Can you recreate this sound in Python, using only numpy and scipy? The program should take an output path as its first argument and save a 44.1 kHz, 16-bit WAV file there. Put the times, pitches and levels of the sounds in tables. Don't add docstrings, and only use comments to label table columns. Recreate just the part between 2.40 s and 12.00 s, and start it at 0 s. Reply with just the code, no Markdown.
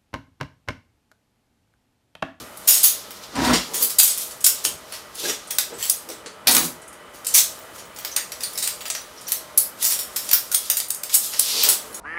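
import sys
import numpy as np
from scipy import signal
from scipy.fft import rfft, irfft
from scipy.io import wavfile
from scipy.ndimage import uniform_filter1d, minimum_filter1d

SR = 44100
rng = np.random.default_rng(int(sys.argv[2]) if len(sys.argv) > 2 else 0)


def undo_db(level):
    steps = np.asarray(level, float) / 20
    return 10 ** steps


def store_pcm(level_fs):
    pcm = np.round(np.clip(level_fs, -1, 1) * 32767).astype(np.int16)
    wavfile.write(sys.argv[1], SR, np.atleast_2d(pcm).T)


N = 423351


def rms_one(x):
    return x / np.sqrt(np.mean(x ** 2) + 1e-20)


def at_hz(points, hz):
    point_hz, value = np.transpose(points)
    return np.interp(np.log(hz), np.log(point_hz), value)


def band(x, low_hz, high_hz):
    return signal.sosfilt(signal.butter(2, [low_hz, high_hz], "band", fs=SR, output="sos"), x)


def resonance(x, hz, width_hz):
    r = np.exp(-np.pi * width_hz / SR)
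    poles = [1, -2 * r * np.cos(2 * np.pi * hz / SR), r * r]
    return signal.lfilter([(1 - r * r) / 2, 0, (r * r - 1) / 2], poles, x)


def grains(per_s, spread_db, size):
    strength = undo_db(spread_db * np.minimum(rng.exponential(1, size), 4))
    strength = strength * rng.choice([-1, 1], size)
    return strength * (rng.random(size) < per_s / SR) + 1e-18


def lumps(size, span):
    smooth = uniform_filter1d(rng.standard_normal(size), size=span)
    return rms_one(uniform_filter1d(smooth, size=span))


def swell(s, rise, hold, fall):
    t = np.arange(0, N + 16, 16) / SR - s
    climb, sink = t / max(rise, .002), (max(hold, 0) - t) / max(fall, .002)
    gain = 10 ** np.minimum(np.minimum(climb, sink), 0)
    return np.repeat(gain, 16)[:N]


def struck(rows):
    out = np.zeros(N + SR)
    for s, hz, level_db, t60, rise in rows:
        t = np.arange(min(int(t60 * SR), SR // 2)) / SR
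        rattle = undo_db(3.5 * lumps(SR // 2, span=300)[:len(t)])
        decay = undo_db(level_db - 60 * t / t60) * np.clip(t / rise, 0, 1)
        out[round(s * SR):][:len(t)] += rattle * decay * np.sin(2 * np.pi * hz * t)
    return out[:N]


# frequency [Hz], density [dB per Hz].
DRONE_SPECTRUM = [(24, -42), (40, 9.5), (96, 7), (345, 10), (615, 12.5), (770, 9.5), (1240, 6), (1950, 2.5),
                  (2150, 5.5), (3060, -15), (3650, -66.5), (5440, -29), (10200, -4), (14000, -38),
                  (16000, -23)]
# frequency [Hz], width [Hz], level
# [dB].
HUM_LINES = [(198.2, 2.9, -68), (491, 11, -61.5), (549, 3.6, -71), (600, 10, -58.5), (638, 3, -60.5),
             (848, 3.6, -66), (930, 2.6, -65), (1050, 2.1, -63.5), (1200, 9.2, -62.5), (1258, 6, -65.5),
             (1300, 2.8, -64), (1196, 500, -52), (1950, 5.6, -63), (2964, 110, -61.5)]
# time [s], gain [dB].
DRONE_SWELL = [
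    (0, 1.5),
    (4.2, 0),
    (5.3, 2),
    (6.8, 0.5),
    (7.7, 2.5),
    (8.4, -1),
    (9.6, 3.5),
]


def drone():
    white = rng.standard_normal((3, N))
    edges = 42 * 2 ** np.arange(0, 8.7, .5)
    broad = np.zeros(N)
    for k, (low, high) in enumerate(zip(edges, edges[1:])):
        broad += undo_db(at_hz(DRONE_SPECTRUM, np.sqrt(low * high))) * band(white[k % 2], low, high)
    hum = sum(undo_db(db) * rms_one(resonance(white[2], hz, width)) for hz, width, db in HUM_LINES)
    swell_s, swell_db = np.transpose(DRONE_SWELL)
    waxing = undo_db(np.interp(np.arange(N) / SR, swell_s, swell_db))
    return waxing * (undo_db(-48) * rms_one(broad) + hum)


# frequency [Hz], t60 [s].
KITCHEN_T60 = [(300, 0.18), (2000, 0.32), (6000, 0.32), (14000, 0.24)]


def kitchen(x, count=4):
    t = np.arange(SR // 2) / SR
    edges = 70 * 2 ** np.arange(9.)
    edges[-1] = 17500
    place = np.arange(N) // (SR // 8) % count
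    out = np.zeros(N)
    for k in range(count):
        tail = np.zeros(len(t))
        for low, high in zip(edges, edges[1:]):
            tail += band(rng.standard_normal(len(t)), low, high) * undo_db(-60 * t / at_hz(KITCHEN_T60, low * 1.6))
        tail *= np.clip((t - .002) / 0.0042, 0, 1)
        here = uniform_filter1d(1.0 * (place == k), size=900)
        out += signal.fftconvolve(x * here, tail / np.sqrt(np.sum(tail ** 2)))[:N]
    return out


# frequency [Hz], width [Hz], level [dB].
PANEL_MODES = [(180.5, 13.4, 4), (249.3, 7.4, 2.5), (280, 18, -0.5), (318.5, 34, -1), (403, 72, -1.5),
               (434, 49, 5.5)]
# time [s], boom [dB], hold [s], panel centre [Hz], knock share [dB].
SHAKES = [(0.0, -46, 0.02, 280, -12), (0.969, -28.5, 0.14, 260, 0), (1.103, -24, 0.013, 294, -8),
          (1.12, -29.5, 0.028, 183, -18), (1.29, -46.5, 0.13, 363, -3), (1.418, -46, 0.01, 404, -10),
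          (2.258, -43, 0.012, 397, -9), (2.826, -39.5, 0.072, 435, -18), (3.324, -41.5, 0.012, 387, -10),
          (3.696, -42, 0.0019, 374, -24), (3.865, -45, 0, 370, -27), (4.09, -35, 0.02, 330, 5),
          (4.163, -28.5, 0.02, 241, -4.5), (4.238, -39.5, 0.048, 251, -19), (9.14, -49, 0.11, 410, 6),
          (9.273, -49.5, 0.026, 417, 13.5), (9.44, -54, 0.1, 394, -18.5)]
# time [s], level [dB], hold [s].
RUMBLES = [
    (0.0, -46, 0.012),
    (0.976, -36, 0.18),
    (2.26, -53, 0.093),
    (3.356, -56, .04),
    (4.08, -42, .01),
]


def drawer():
    rise, fall = 0.036, 0.073
    rough, out = grains(1500, 2.65, N), np.zeros(N)
    panels = np.array([undo_db(db) * rms_one(resonance(rough, hz, width)) for hz, width, db in PANEL_MODES])
    panel_hz = np.array(PANEL_MODES)[:, 0]
    knock = rms_one(band(rough, 356, 1080))
    for hz, width_hz, db in [(940, 100, -5), (1245, 360, -7.5), (730, 41, -17)]:
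        knock = knock + undo_db(db) * rms_one(resonance(rough, hz, width_hz)) 
    knock = rms_one(knock)
    rumble = rms_one(band(band(rough, 40, 154), 40, 154))
    for s, boom_db, hold, centre_hz, knock_db in SHAKES:
        near = np.exp(-(np.log(panel_hz / centre_hz) / 0.3) ** 2)
        shaken = near @ panels / np.sqrt(np.sum(near ** 2)) + undo_db(knock_db) * knock
        out += undo_db(boom_db) * swell(s, rise, hold, fall) * shaken
    for s, db, hold in RUMBLES:
        out += undo_db(db) * swell(s, rise, hold, fall) * rumble
    return out


# time [s], frequency [Hz], level [dB], t60 [s].
KNOCKS = [
    (1.016, 327, -16.5, .12),
    (1.07, 292, -19, 0.089),
    (1.1, 289, -16.5, 0.14),
    (1.142, 456, -19, 0.13),
    (4.08, 756, -11, .04),
    (4.176, 326, -24, 0.11),
    (4.177, 1250, -12.5, 0.063),
]


def knocks():
    return struck([(*row, .003) for row in KNOCKS])


# height of the slide [s], bright level [dB], body share [dB], fade of 20 dB [s].
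SLIDES = [(0.0, -43.5, 2.5, 0.1), (.32, -44.5, -25, 0.47), (0.449, -36.5, 8, 0.24), (.77, -51, 4, -1.05),
          (.84, -48.5, 9.5, -0.57), (1.04, -43.5, 13, 0.16), (1.169, -39, 7.5, 0.21), (1.42, -23, -11, 0.1),
          (1.66, -33, 2, 0.12), (1.82, -29, -8, 0.14), (2.19, -42, 2, 0.28), (2.55, -43, 2.5, 0.12),
          (2.8, -34.5, 0, 0.02), (2.859, -32, 2.5, 0.11), (3.18, -56.5, 10, 0.8), (3.5, -32, -10, 0.14),
          (4.25, -26, -8, 0.0849), (4.97, -25, 2, -0.03), (5.05, -39, -3.5, 0.28), (5.36, -44.5, -4, -0.37),
          (5.68, -44.5, 1, 0.15), (6.15, -43, -4, 0.6), (6.9, -55.5, 7, 0.7), (7.425, -28, -1.5, 0),
          (7.54, -26, -24, 0.0252), (7.9, -36.5, -4, 0.36), (8.26, -38.5, 0.5, 0.18), (8.735, -29, 0, 0.02),
          (8.85, -27, -8, 0.12), (9.1, -27.5, 1, 0.25), (9.23, -32, 7.5, 0.14), (9.33, -23, -9, 0.06),
          (9.59, -50, -49, 4)]


def jangle(count=64):
    bright_gain, body_gain = undo_db(-67), undo_db(-78)
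    for s, level_db, share_db, fade in SLIDES:
        fade = max(fade, .045)
        slide = undo_db(level_db) * swell(s, 0.77 * fade, 0, fade)
        bright_gain = bright_gain + slide
        body_gain = body_gain + undo_db(share_db) * slide
    touches, dealt = grains(9000, 2.5, N), rng.integers(0, count, N)
    steel = np.zeros(N)
    for k, hz in enumerate(rng.uniform(2970, 16000, count)):
        steel += resonance(touches * (dealt == k), hz, 190)
    steel = rms_one(steel) + 2.5 * rng.standard_normal(N)
    bright = band(steel, 6300, 14000)
    body = band(steel[::-1], 2800, 6300)
    return bright_gain * rms_one(bright) + body_gain * rms_one(body)


def scrape():
    hollow = rms_one(resonance(rng.standard_normal(N), 4670, 1200))
    return undo_db(-23) * swell(9.2, 0.22, 0.049, 0.088) * hollow


# time [s], level [dB], frequency [Hz].
CLINKS = [(3.339, -40, 8000), (2.255, -29, 3130), (4.075, -16.5, 4300), (4.95, -27, 2160),
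          (5.715, -34, 6070), (5.765, -28.5, 1900), (6.034, -28.5, 4420), (6.033, -27, 9160),
          (6.226, -26, 8550), (6.549, -27.5, 5870), (6.775, -43, 5450), (6.276, -35, 8800),
          (6.868, -35.5, 5800), (7.177, -30, 4530), (7.255, -45, 4930), (7.93, -29, 1470),
          (8.115, -41, 1490), (9.0, -29, 5740)]


def clinks():
    out, t = np.zeros(N), np.arange(SR // 5) / SR
    for s, level_db, hz in CLINKS:
        chatter = rms_one(resonance(rng.standard_normal(len(t)), hz, 350))
        out[round(s * SR):][:len(t)] += undo_db(level_db - 60 * t / 0.25) * chatter
    return out


# time [s], frequency [Hz], level [dB],
# audible length [s].
EARLY_PINGS = [(0.171, 10480.0, -41, 0.044), (0.279, 4190.0, -26, 0.02), (0.279, 5560.0, -24, 0.044),
               (0.279, 13220.0, -23, 0.023), (0.284, 6840.0, -19, 0.029), (0.331, 5600.0, -25, 0.026),
               (0.433, 5000.0, -29, 0.029), (0.432, 8430.0, -16, 0.026), (0.435, 13910.0, -19, 0.041),
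               (0.441, 15080.0, -21, 0.032), (0.47, 10790.0, -23, 0.038), (0.473, 9840.0, -24, 0.087),
               (1.045, 7620.0, -32, 0.029), (1.097, 9520.0, -32, 0.026), (1.117, 15650.0, -42, 0.064),
               (1.158, 10710.0, -36, 0.038), (1.207, 2770.0, -32, 0.032), (1.347, 13810.0, -26, 0.029),
               (1.422, 15540.0, -23, 0.044), (1.588, 4790.0, -21, 0.078), (1.591, 8040.0, -18, 0.026),
               (1.675, 9400.0, -24, 0.032), (1.692, 5020.0, -30, 0.052), (1.701, 8050.0, -24, 0.067),
               (2.04, 14740.0, -22, 0.026), (2.04, 15570.0, -22, 0.02), (2.049, 3240.0, -27, 0.02),
               (2.064, 1540.0, -33, 0.055), (2.247, 5320.0, -28, 0.026), (2.258, 4590.0, -30, 0.032),
               (2.789, 6240.0, -36, 0.026), (2.853, 1640.0, -34, 0.032), (3.184, 1480.0, -31, 0.035),
               (3.184, 9760.0, -21, 0.02), (3.184, 13270.0, -27, 0.029), (3.498, 5030.0, -26, 0.029),
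               (3.498, 5700.0, -25, 0.023), (3.498, 7930.0, -25, 0.026), (3.498, 8540.0, -22, 0.049),
               (3.498, 9750.0, -21, 0.064), (3.498, 15660.0, -26, 0.023), (3.512, 11480.0, -32, 0.055),
               (3.518, 5900.0, -31, 0.032), (3.567, 8490.0, -37, 0.052), (4.11, 8370.0, -19, 0.041),
               (4.11, 14820.0, -21, 0.032), (4.148, 11390.0, -20, 0.064), (4.151, 13570.0, -18, 0.035),
               (4.212, 12330.0, -32, 0.038), (4.899, 8400.0, -34, 0.029)]
# time [s], frequency [Hz], level [dB], audible length [s].
LATE_PINGS = [(5.764, 9160.0, -22, 0.02), (6.034, 4790.0, -30, 0.075), (6.052, 9230.0, -33, 0.049),
              (6.876, 10990.0, -37, 0.032), (6.92, 15010.0, -25, 0.026), (6.963, 5530.0, -35, 0.052),
              (7.175, 5930.0, -29, 0.026), (7.175, 8440.0, -20, 0.02), (7.175, 10740.0, -13, 0.07),
              (7.175, 11840.0, -16, 0.023), (7.175, 13200.0, -17, 0.041), (7.198, 12000.0, -25, 0.122),
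              (7.216, 13970.0, -30, 0.055), (7.262, 13240.0, -40, 0.064), (7.422, 1950.0, -36, 0.055),
              (7.425, 12030.0, -23, 0.084), (7.427, 10740.0, -30, 0.044), (7.442, 9880.0, -17, 0.041),
              (7.442, 14930.0, -25, 0.02), (7.462, 13930.0, -23, 0.102), (7.465, 15230.0, -27, 0.078),
              (7.512, 8450.0, -23, 0.038), (7.761, 10950.0, -27, 0.026), (7.93, 14530.0, -17, 0.058),
              (7.93, 15200.0, -13, 0.055), (7.953, 5250.0, -32, 0.041), (8.115, 1430.0, -33, 0.052),
              (8.141, 15690.0, -25, 0.049), (8.144, 8760.0, -18, 0.046), (8.144, 13970.0, -23, 0.023),
              (8.298, 13050.0, -19, 0.046), (8.301, 3550.0, -29, 0.038), (8.504, 12030.0, -30, 0.032),
              (8.545, 8590.0, -32, 0.029), (8.76, 15690.0, -26, 0.049), (8.763, 14000.0, -26, 0.044),
              (8.797, 5200.0, -38, 0.07), (8.992, 8380.0, -19, 0.02), (8.992, 9470.0, -20, 0.026),
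              (8.995, 12500.0, -24, 0.049), (9.233, 13170.0, -22, 0.026), (9.236, 15030.0, -25, 0.02),
              (9.288, 8610.0, -20, 0.029), (9.546, 6680.0, -36, 0.058)]


def pings():
    return struck([(s, hz, db + 2.5, 2.2 * length, 0.0011) for s, hz, db, length in [*EARLY_PINGS, *LATE_PINGS]])


# time [s], peak [dB], frequency [Hz].
TICKS = [(0.2884, 0.5, 6960), (2.5227, -20.5, 9900), (2.7496, -21, 10000), (3.1051, -9, 8500),
         (3.15, -23, 8800), (3.3867, -30, 8160), (3.427, -11, 7700), (4.087, 1, 11200), (4.1812, 3, 11240),
         (5.1894, -21, 7140), (5.3393, -40, 5390), (5.4544, -32, 8230), (5.5473, -27, 10700),
         (5.7418, -23, 8900), (6.1559, -23, 5340), (6.1874, -21, 8730), (6.4197, -22, 7900),
         (6.4627, -22, 4840), (6.481, -15, 8600), (6.6154, -24, 9500), (8.7314, -11, 8800),
         (9.2359, -5, 13200), (9.4494, -48, 7470), (9.5287, -24, 10500)]


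def ticks():
    partners = [(1.0, -7.5), (2.1, -11), (0.41, -18)]   # (pitch ratio, dB)
    rows = []
    for s, db, hz in TICKS:
        for ratio, share_db in partners:
            rows.append((s, min(hz * ratio, 15600), db + share_db, 0.018, .0003))
    return struck(rows)


def modes(hz, gain, t60, size):
    step = np.exp(-2j * np.pi * np.arange(size // 2 + 1) / size)
    r, w = undo_db(-60 / (t60 * SR))[:, None], 2 * np.pi * hz[:, None] / SR
    return gain @ (np.sin(w) * step / (1 - 2 * r * np.cos(w) * step + (r * step) ** 2))


def causal(db):
    folded = irfft(db * np.log(10) / 20)
    folded[1:len(folded) // 2] *= 2
    folded[len(folded) // 2 + 1:] = 0
    return np.exp(rfft(folded))


SET_HZ = [4800, 5650, 6900, 8020, 8430, 9450, 9860, 10740, 11390, 12010, 13200, 13940, 14850, 15170]


def landing(low_db, mid_db, top_db, flurry, rise, size=8192, count=120):
    t, hz = np.arange(size) / SR, np.arange(size // 2 + 1) * SR / size + 1
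    colour = [(250, low_db - 49.0), (600, low_db + 5), (1000, low_db + 3.5), (2100, low_db + 8.5),
              (5500, mid_db + 13.5), (9500, 2.7), (14000, top_db + 9.0), (17000, top_db + 2.0)]
    shape = undo_db(-60 * t / np.clip(flurry, .004, .3)) * np.clip(t / rise, 0, 1) ** 0.86 * (t < .15)
    shape *= 1 + 0.8 * np.exp(1 - (t + rise) / 0.0014)
    strikes = 1.54 * grains(9000, 2.86, size) * shape * undo_db(2.4 * lumps(size, span=110))
    strikes[0] = 2.2 * np.exp(-rise / 0.0037)
    strengths = undo_db(3 * rng.standard_normal(count)) * rng.choice([-1, 1], count)
    shared_hz = rng.choice(SET_HZ, count) + 70 * rng.standard_normal(count)
    own_hz = rng.uniform(3000, 15800, count)
    pitches = np.where(rng.random(count) < .55, shared_hz, own_hz)
    steel = modes(pitches, strengths, rng.uniform(.006, .022, count), size)
    steel *= undo_db(-6) / np.sqrt(np.mean(np.abs(steel) ** 2))
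    bounces = rfft(strikes)
    lumps_db = 10 * np.log10(uniform_filter1d(np.abs(bounces) ** 2, size=25) + 1e-12)
    crack = causal(at_hz(colour, hz) - .45 * lumps_db)
    sound = irfft(bounces * crack * (1 + steel)) * np.cos(t / t[-1] * np.pi / 2)
    return sound / np.sqrt(8 * uniform_filter1d(sound ** 2, size=130).max())


# time [s], peak [dB], weight [dB], flurry t60 [s].
TUMBLES = [(0.278, -1, -21.5, 0.26), (0.3387, -6, -21, .34), (0.4329, 0, -23, 0.23), (1.04, -16, 2.5, .35),
           (1.1389, -8.5, 1, 0.066), (1.341, -13.5, -14, 0.19), (1.499, -15, -19.5, 0.1),
           (1.6284, -2.5, -23.5, 0.11), (2.244, -12, -20, 0.15), (2.8378, -19.5, 0, 0.15),
           (2.8844, -13, -2.5, 0.16), (3.388, -24.5, -7, .36), (3.428, -17, -10, 0.28),
           (4.1087, -5, -20, 0.21), (4.739, -35.5, -13, 0.35), (4.943, -1, -17.5, 0.17),
           (4.978, -2, -17.5, 0.12), (5.385, -30, -5.5, 0.094), (7.424, -10.5, -15, 0.15),
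           (7.4425, -6.5, -19.5, .36), (7.508, -8.5, -16, 0.19), (8.741, -3.5, -22, 0.083),
           (8.933, -18, -3, 0.27), (9.2361, -9.5, -12, 0.15)]


def tumbles():
    out = np.zeros(N + SR)
    for s, peak_db, weight, flurry in TUMBLES:
        rise = max(.014 + .0005 * (weight + 18), .004)
        sound = landing(weight, -4 + 0.58 * weight, -12 - 0.19 * weight, flurry, rise)
        out[round((s - .4 * rise) * SR):][:len(sound)] += undo_db(peak_db + 1.5) * sound
    return out[:N]


# time [s], peak [dB], weight as 2 kHz share [dB], # sparkle as 14 kHz share
# [dB], flurry t60 [s].
FIRST_DROPS = [(1.4239, -2, -22, -5, 0.12), (1.5852, 2.5, -23.5, -8.5, 0.082),
               (1.5979, 2, -17.5, -9, 0.037), (1.6768, -8, -20.5, -14, 0.24),
               (2.043, 3.5, -23, -15.5, 0.035), (2.0629, 5, -16, -4, 0.036),
               (2.2500, -3.5, -8.5, -27, 0.017), (3.1845, 0.5, -9, -7, 0.02), (3.497, 1, -22, -6, 0.022),
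               (4.0705, 0.5, -6.5, -5, 0.061), (4.0794, 1, -0.5, -4.5, 0.022), (4.148, -0.5, -11, -6, 0.07),
               (4.1664, 2.5, -4.5, -11, 0.0096), (4.866, -7.5, -22, -16, 0.2)]
# time [s], peak [dB], weight [dB], sparkle [dB], flurry t60 [s].
LATER_DROPS = [(5.7628, -3, -13.5, -14, 0.025), (6.274, -7, -16, -12, 0.022), (6.919, -2.5, -17, -4, 0.038),
               (7.175, -1, -23.5, -5, 0.12), (7.76, -8.5, -12.5, -7, 0.14), (7.9117, -4, -5, 1.5, 0.038),
               (7.9303, 4.5, -17, -3, 0.034), (8.1458, -0.5, -22, -15, 0.015), (8.3, 2.5, -14, -6.5, 0.027),
               (8.3688, -5.5, -19, -3.5, 0.063), (8.504, -5.5, -23, -13, 0.013),
               (8.748, -1, -27, -10, 0.049), (8.995, 6, -25, -11.5, 0.016),
               (9.2874, 1.5, -20.5, -7.5, 0.085)]
# time [s], peak [dB], weight [dB], sparkle [dB], flurry t60 [s].
TAPS = [(1.776, -12, -18, -10, .05), (2.006, -23, -17, -15, 0.12), (2.522, -24, 3, -11, 0.22),
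        (3.107, -11, -8, -5, 0.061), (3.6881, -22, -9, -8, 0.24), (5.648, -11, -4, -3, 0.027),
        (5.919, -17, -7, -12, 0.037), (6.005, -19, -3, -9, 0.19), (6.035, -10.5, -15, -12, 0.0098),
        (6.175, -12, -11, -9, 0.13), (6.2227, -12, -12.5, -12, 0.31), (6.454, -19, 1.5, -9, 0.12),
        (6.501, -8.5, -10, -18, 0.03), (6.55, -16, 4, -5, 0.027), (6.8788, -16.5, -11.5, -6.5, 0.3),
        (7.589, -12.5, -19, -8, 0.12), (7.889, -12, -12, -11, 0.036), (8.115, -11, -15, -9, 0.18),
        (8.4, -8.5, -9, -9, 0.019), (8.4833, -19, -42, -6, 0.028), (8.546, -15, -30, -13, 0.021),
        (8.6343, -11, -15, -5.5, 0.017), (8.6943, -19.5, -4, -9, 0.064), (9.542, -21.5, -22, -11, 0.23)]
# time [s], peak [dB], weight [dB], sparkle [dB].
TOUCHES = [(0.1712, -26, -16, -6), (0.706, -23.5, -5, -3), (.9538, -21, 3, -22), (1.909, -23.5, -14, -16),
           (2.7533, -24, -12, -13), (3.072, -29, -37, -26), (3.8603, -23, 1.5, -46),
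           (4.418, -33.5, -26, -33), (4.478, -30, -43, -26), (4.527, -34.5, -25, -20),
           (4.8464, -21.5, -20, -18), (5.561, -26.5, -12, -11), (5.586, -20.5, -3, 1),
           (5.713, -38, -9, -24), (6.1325, -23.5, -24, -6), (6.4068, -23.5, 0, -9), (6.8104, -28, -15, -17),
           (7.845, -27, -19, -10), (8.2571, -77, -31, -18)]


def sharp_blows():
    out = np.zeros(N + SR)
    touches = [(*row, 0.07) for row in TOUCHES]
    for s, peak_db, weight, sparkle, flurry in [*FIRST_DROPS, *LATER_DROPS, *TAPS, *touches]:
        sound = landing(weight, -6 + 0.5 * weight, sparkle, flurry, 0.0019)
        out[round(s * SR):][:len(sound)] += undo_db(peak_db - 0.5) * sound
    return out[:N]


def scene():
    near, nicks, wood, ringing = sharp_blows() + tumbles(), ticks(), drawer(), pings()
    room = undo_db(-2.5) * kitchen(near + wood + undo_db(-9) * ringing + undo_db(1) * nicks)
    rest = jangle() + drone() + clinks() + scrape() + knocks()
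    return (near + nicks + wood + ringing + room + rest)[None]


def low_pass(x):
    return signal.sosfilt(signal.butter(12, 16810, fs=SR, output="sos"), x)


def record(dry):
    cut = signal.sosfilt(signal.butter(4, 45, "high", fs=SR, output="sos"), dry)
    cut = signal.sosfilt(signal.cheby2(14, 40, 16080, fs=SR, output="sos"), cut)
    held = minimum_filter1d(np.minimum(1.05 / (np.abs(cut) + 1e-9), 1), size=48)
    limited = cut * uniform_filter1d(held, size=24)
    return low_pass(np.clip(limited, -.99, .99))


dry = scene()
out = record(dry)
store_pcm(out)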